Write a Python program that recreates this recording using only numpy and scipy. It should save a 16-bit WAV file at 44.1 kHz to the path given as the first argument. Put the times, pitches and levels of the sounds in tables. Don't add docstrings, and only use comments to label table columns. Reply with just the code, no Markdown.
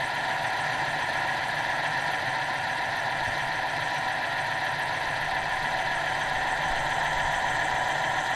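import sys
import numpy as np
from scipy import signal
from scipy.fft import rfft, irfft, next_fast_len
from scipy.io import wavfile
from scipy.ndimage import uniform_filter1d

SR = 44100
rng = np.random.default_rng(int(sys.argv[2]) if len(sys.argv) > 2 else 0)


def transcribe(u):
    v = np.clip(np.atleast_2d(u).T, -1, 1)
    q = np.round(v * 32767).astype(np.int16)
    wavfile.write(sys.argv[1], SR, q)


def ratio_of_db(decibels):
    return 10 ** (np.asarray(decibels, float) / 20)


N = 368235

PROP_HZ, CARRIER_HZ, PLANET_HZ, MOTOR_HZ = 7.11, 20.1, 131.3, 151.5
T = np.arange(N) / SR
TURN = PROP_HZ * T
SIZE = next_fast_len(N + SR // 4)
HZ = np.arange(SIZE // 2 + 1) * SR / SIZE + 1e-3

# peak time in seconds, peak level in dB, fade in seconds.
GUSTS = [
    (3.28, -58, .6),
    (5.3, -50, 1.0),
    (6.4, -51, .3),
    (6.8, -48, .3),
    (7.2, -45.5, .4),
]
# time in seconds, peak in dB, ring in Hz, push (+) or pull (-).
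EDDY_THUMPS = [(3.217, -41, 45, -1), (3.279, -29, 140, -1), (3.284, -33, 110, 0.81), (3.285, -34, 200, 1),
               (3.3, -36, 60, -1.1), (5.08, -37, 45, -1.1), (5.43, -43, 45, -1), (6.37, -35, 45, -1),
               (6.66, -34, 37, 0.87), (6.712, -30, 38, -1), (6.745, -36, 13, 1), (6.79, -38, 12, -1),
               (6.9, -38, 14, 1), (6.94, -40, 16, -1), (7.163, -32, 59, -1), (7.18, -36, 25, 1),
               (7.232, -34, 68, 0.89), (7.253, -31, 47, -1.4), (7.74, -35, 53, -1)]
# multiple of the shaft rate, level in dB.
MOTOR_ORDERS = [(1, -52), (4, -60), (5, -39), (6, -46.5)]
# multiple of the planet rate, level in dB.
PLANET_ORDERS = [(1, -60), (2, -66), (4, -64)]
# frequency in Hz, level in dB, loudest angle in turns,
# second swell angle in turns, swing in dB.
MESH_TONES = [(686, -50.5, .95, .5, 3), (945, -49, .45, .8, 4), (1003, -50, .1, .4, 4),
              (1444, -51, .7, .2, 3), (1576, -48.5, .63, .3, 6), (1673, -47, .25, .05, 6),
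              (1837, -45, .8, .1, 3), (973, -44, .1, .85, 5), (1338, -56, .5, .1, 2),
              (2361, -54.5, .3, .8, 3), (3030, -56, .6, .2, 8), (3155, -52.5, .2, .6, 12),
              (4604, -61, .66, .2, 12), (4720, -63, .2, .78, 10), (6180, -60, .18, .45, 8),
              (7760, -71, .4, .7, 6)]
# multiple of the propeller turn, level in dB.
LAST_STAGE_TEETH = [(33, -65), (36, -62), (41, -67), (44, -62), (55, -63), (94, -55), (96, -53), (97, -51)]
# angle in turns, ring in Hz, 60 dB decay in seconds, level in dB.
TURN_KNOCKS = [
    (.83, 335, .05, -40),
    (.36, 312, .08, -43),
    (.24, 300, .07, -46),
    (.56, 380, .04, -45),
]
# frequency in Hz, width in Hz, level in dB.
HULL_MODES = [(129, 67, -21.6), (289, 209, -28.4), (454, 61, -30.6), (642, 217, -20.8), (673, 42, -20.0),
              (787, 142, -15.1), (935, 146, -16.2), (998, 119, -19.1), (1181, 169, -30.8),
              (1333, 47, -27.7), (1418, 159, -22.1), (1596, 26, -23.6), (1647, 59, -23.9),
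              (1743, 219, -14.5), (1875, 50, -19.7), (1952, 237, -18.4), (2289, 303, -27.0),
              (2646, 327, -28.4), (3109, 500, -30.9), (3417, 265, -29.6), (3896, 711, -30.6),
              (4366, 276, -36.8), (4764, 493, -39.1), (5271, 351, -41.5), (6005, 679, -39.9),
              (6923, 482, -43.8), (8228, 2210, -45.6), (10833, 2253, -52.7), (12917, 1104, -60.2),
              (14691, 1201, -63.4)]
# frequency in Hz,
# width in Hz, gain in dB.
PATH_INTERFERENCE = [(6550, 90, -3), (9150, 250, 1.7), (9600, 200, -2.5), (10050, 200, 1.5),
                     (10500, 200, -3), (11100, 400, 1.5), (13800, 150, -4)]
# angle in turns, length in
# turns, frequency in Hz, width in octaves, level in dB over the rattle.
TIGHT_SPOTS = [(0.073, 0.068, 12320.0, 0.28, 8.7), (0.375, 0.088, 8370.0, 0.11, 9.0),
               (0.3, 0.095, 9830.0, 0.13, 4.9), (0.538, 0.046, 10570.0, 0.39, 1.4),
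               (0.631, 0.1, 13320.0, 0.17, 5.2), (0.771, 0.035, 10560.0, 0.16, 6.0),
               (0.745, 0.061, 8380.0, 0.11, 5.6), (0.323, 0.066, 5660.0, 0.09, 5.2),
               (0.776, 0.106, 4980.0, 0.15, 4.9), (0.038, 0.052, 4140.0, 0.24, 4.3),
               (0.207, 0.06, 3080.0, 0.62, 2.2), (0.788, 0.122, 3960.0, 0.15, 3.5),
               (0.347, 0.115, 13500.0, 0.25, 3.9), (0.132, 0.1, 8650.0, 0.08, 4.3),
               (0.58, 0.096, 9420.0, 0.25, 2.5), (0.818, 0.074, 12150.0, 0.25, 1.1),
               (0.2, 0.07, 1700, 0.2, -4), (0.12, 0.07, 1000, 0.12, -4), (0.95, 0.04, 750, 0.3, -3),
               (.095, .015, 12800, .25, 8.1), (.33, .015, 11500, .3, 4.5), (.57, .015, 11500, 0.28, 6),
                (.79, .012, 11000, .2, 5.5)]
# time in seconds, share of the full swing 0 to 1.
HULL_BEARING = [(0, 0.03), (.6, 0.18), (.9, 0.16), (2.8, 0.03), (3.2, 0.1), (3.7, 0.13), (5.2, 0.05),
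                (5.9, 0.34), (6.7, 0.6), (7.2, 0.9), (8.35, 0.87)]
# frequency in Hz, gain in dB.
SWING_COLOUR = [(2000, 1), (2600, -3.5), (3100, 3.5), (4600, -4.5), (5400, -1.5), (5750, -7), (6150, 1),
                (6550, -1), (7400, 3.5), (8500, -1.5), (9600, -11), (10400, -1), (11000, -1), (15000, 1)]
# time in seconds, distance in m.
HULL_DISTANCE = [(0, 1.03), (.6, .97), (1.6, .96), (2.7, 1.04), (4.2, 1.04), (5.5, 1.035), (6.2, 0.98),
                 (6.9, 0.94), (8.35, 1.006)]
# top edge in Hz, gain in dB once swung toward the camera,
# swing in dB as the grip rocks.
HULL_PANELS = [(420, -0.3, 0.3), (1260, 1.2, 0), (5500, -0.46, 0.3), (9700, 6.5, 2.5), (13800, -1.3, .5),
               (22000, 4, 2.2)]


def unit(x):
    return x / np.sqrt(np.mean(x ** 2))


def walk(rate):
    hold = int(SR / rate)
    steps = np.repeat(rng.standard_normal(N // hold + 1), hold)
    return unit(uniform_filter1d(uniform_filter1d(steps, hold), hold)[:N])


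def spot(angle, length):
    from_centre = (TURN - angle + .5) % 1 - .5
    return np.exp(-.5 * (from_centre / length) ** 2)


def swell(peak_s, rise_s, fade_s):
    rise = np.exp(-.5 * ((T - peak_s) / rise_s) ** 2)
    fade = np.exp(-np.abs(T - peak_s) / fade_s)
    return np.where(T < peak_s, rise, fade)


def region(low, high):
    return 1 / (1 + (low / HZ) ** 20) - 1 / (1 + (high / HZ) ** 20)


def causal(gain):
    cepstrum = irfft(np.log(gain), SIZE)
    cepstrum[1:SIZE // 2] *= 2
    cepstrum[SIZE // 2 + 1:] = 0
    return np.exp(rfft(cepstrum))


def wash():
    flow = ratio_of_db(-57.5)
    for peak_s, db, fade_s in GUSTS:
        flow = flow + ratio_of_db(db) * swell(peak_s, .1, fade_s)
    colour = (HZ / 11) ** 2 / (1 + (HZ / 11) ** 2.8) / (1 + (HZ / 95) ** 4)
    rumble = irfft(rfft(rng.standard_normal(N), SIZE) * colour, SIZE)[:N]
    out = unit(rumble) * flow
    for start_s, db, hz, sense in EDDY_THUMPS:
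        cycles = (T - start_s) * hz
        pulse = np.cos(2 * np.pi * cycles) * np.exp(-.5 * (cycles / 0.23) ** 2)
        out += sense * ratio_of_db(db + 0.5) * pulse
    return out


def tone(hz, wobble, wander_hz, rate):
    cycles = np.cumsum(hz * wobble + wander_hz * walk(rate)) / SR
    return np.sqrt(2) * np.sin(2 * np.pi * cycles)


def motor_and_planets(wobble):
    out = np.zeros(N)
    for k, db in MOTOR_ORDERS:
        out += ratio_of_db(db - 0.3 + 1.5 * walk(18)) * tone(k * MOTOR_HZ, 1 + 0.42 * wobble, .35 * k, 9)
    for k, db in PLANET_ORDERS:
        level_db = db + 8 * spot(.3, .05) + 1.5 * walk(5)
        out += ratio_of_db(level_db) * tone(k * PLANET_HZ, 1, .3, 3)
    return out


def mesh(wobble):
    out = np.zeros(N)
    for hz, db, first, second, swing_db in MESH_TONES:
        press = spot(first, 0.095) + 0.67 * spot(second, 0.12)
        strength = unit(ratio_of_db(swing_db * press + 2.1 * walk(40)))
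        out += ratio_of_db(db) * strength * tone(hz, 1 + 0.71 * wobble, 0.001405 * hz, 35)
    for k, db in LAST_STAGE_TEETH:
        out += ratio_of_db(db + 1.5 * walk(4)) * tone(k * PROP_HZ, 1, .2, 2)
    return out


def knocks():
    out = np.zeros(N)
    for angle, hz, t60, db in TURN_KNOCKS:
        age = (TURN - angle) % 1 / PROP_HZ
        draws_db = 1.8 * rng.standard_normal(int(TURN[-1]) + 2)
        strength_db = draws_db[(TURN - angle + 1).astype(int)]
        ring = np.sin(2 * np.pi * hz * age) * np.exp(-np.log(1000) * age / t60)
        out += ratio_of_db(db + strength_db) * ring
    return out


def gears():
    wobble = .004 * np.cos(2 * np.pi * (TURN - .65)) + .003 * np.cos(8 * np.pi * (TURN - .19))
    return rfft(motor_and_planets(wobble) + mesh(wobble) + knocks(), SIZE)


def clicks(rate, spread_db):
    chance, size, sign = rng.random(N), rng.exponential(size=N), rng.standard_normal(N)
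    hit = np.clip(rate / SR / chance, 0, 1) ** 2
    return unit(sign * ratio_of_db(spread_db * np.minimum(size, 4)) * hit)


def hull_power():
    power = 0
    for hz, width, db in HULL_MODES:
        power = power + ratio_of_db(2 * db) / (1 + ((HZ - hz) / (width / 2)) ** 4) ** 1.5
    power *= ratio_of_db(-6 * region(230, 382))
    paths_db = sum(db * np.exp(-.5 * ((HZ - hz) / width) ** 2) for hz, width, db in PATH_INTERFERENCE)
    return power * ratio_of_db(2 * paths_db)


def rattle():
    fine, coarse = clicks(14300, 1.0), clicks(4800, 4.0)
    carrier, shaft = np.cos(2 * np.pi * CARRIER_HZ * T), np.cos(2 * np.pi * MOTOR_HZ * T)
    load = unit(ratio_of_db(.6 * carrier + .9 * shaft))
    beat = unit(ratio_of_db(0.99 * np.cos(2 * np.pi * PLANET_HZ * T)))
    dull = 1 / (1 + (HZ / 5200) ** 8)
    force = rfft(load * clicks(21100, 0.84), SIZE) * np.sqrt(dull)
    edges_hz = [0, 6550, 7300, 9600, 12200, 13800, SR]
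    for low, high in zip(edges_hz, edges_hz[1:]):
        clusters = unit(beat * ratio_of_db(0.59 * walk(3.24) + 1.4 * walk(60)))
        rasp = clusters * np.roll(coarse, rng.integers(N))
        force += rfft(rasp, SIZE) * np.sqrt(region(low, high) * (1 - dull))
    power = 1
    for angle, length, hz, octaves, db in TIGHT_SPOTS:
        treble = hz > 5000
        press = spot(angle, length) * ratio_of_db(db + (1.9 if treble else 1.1) * walk(11))
        hits = np.roll(coarse if treble else fine, rng.integers(N))
        if treble:
            hits = hits * beat
        band = np.exp(-.5 * (np.log2(HZ / hz) / octaves) ** 2)
        force += rfft(press * hits, SIZE) * band
        power = power + np.mean(press ** 2) * band ** 2
    return force * causal(np.sqrt(hull_power() / power))


def scene():
    machine = ratio_of_db(0.2) * rattle() + gears()
    bearing = np.clip(np.interp(T, *np.transpose(HULL_BEARING)), 0, 1)
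    rock = swell(3.35, .25, 1.6) * np.cos(2 * np.pi * 1.75 * (T - 3.35))
    heard, low_hz = np.zeros(N), 0
    for top_hz, toward_db, rock_db in HULL_PANELS:
        panel = irfft(machine * region(low_hz, top_hz), SIZE)[:N]
        heard += panel * ratio_of_db(toward_db * (bearing - 0.38) + rock_db * rock)
        low_hz = top_hz
    heard /= np.interp(T, *np.transpose(HULL_DISTANCE))
    hz, db = np.transpose(SWING_COLOUR)
    swing_db = np.interp(np.log(HZ), np.log(hz), db)
    spectrum = rfft(heard, SIZE)
    away = irfft(spectrum * ratio_of_db(-.27 * swing_db), SIZE)[:N]
    toward = irfft(spectrum * ratio_of_db(.73 * swing_db), SIZE)[:N]
    return (wash() + (1 - bearing) * away + bearing * toward)[None]


def low_pass(x):
    return signal.sosfilt(signal.butter(12, 15210, fs=SR, output="sos"), x)


def record(dry):
    return low_pass(dry)


dry = scene()
out = record(dry)
transcribe(out)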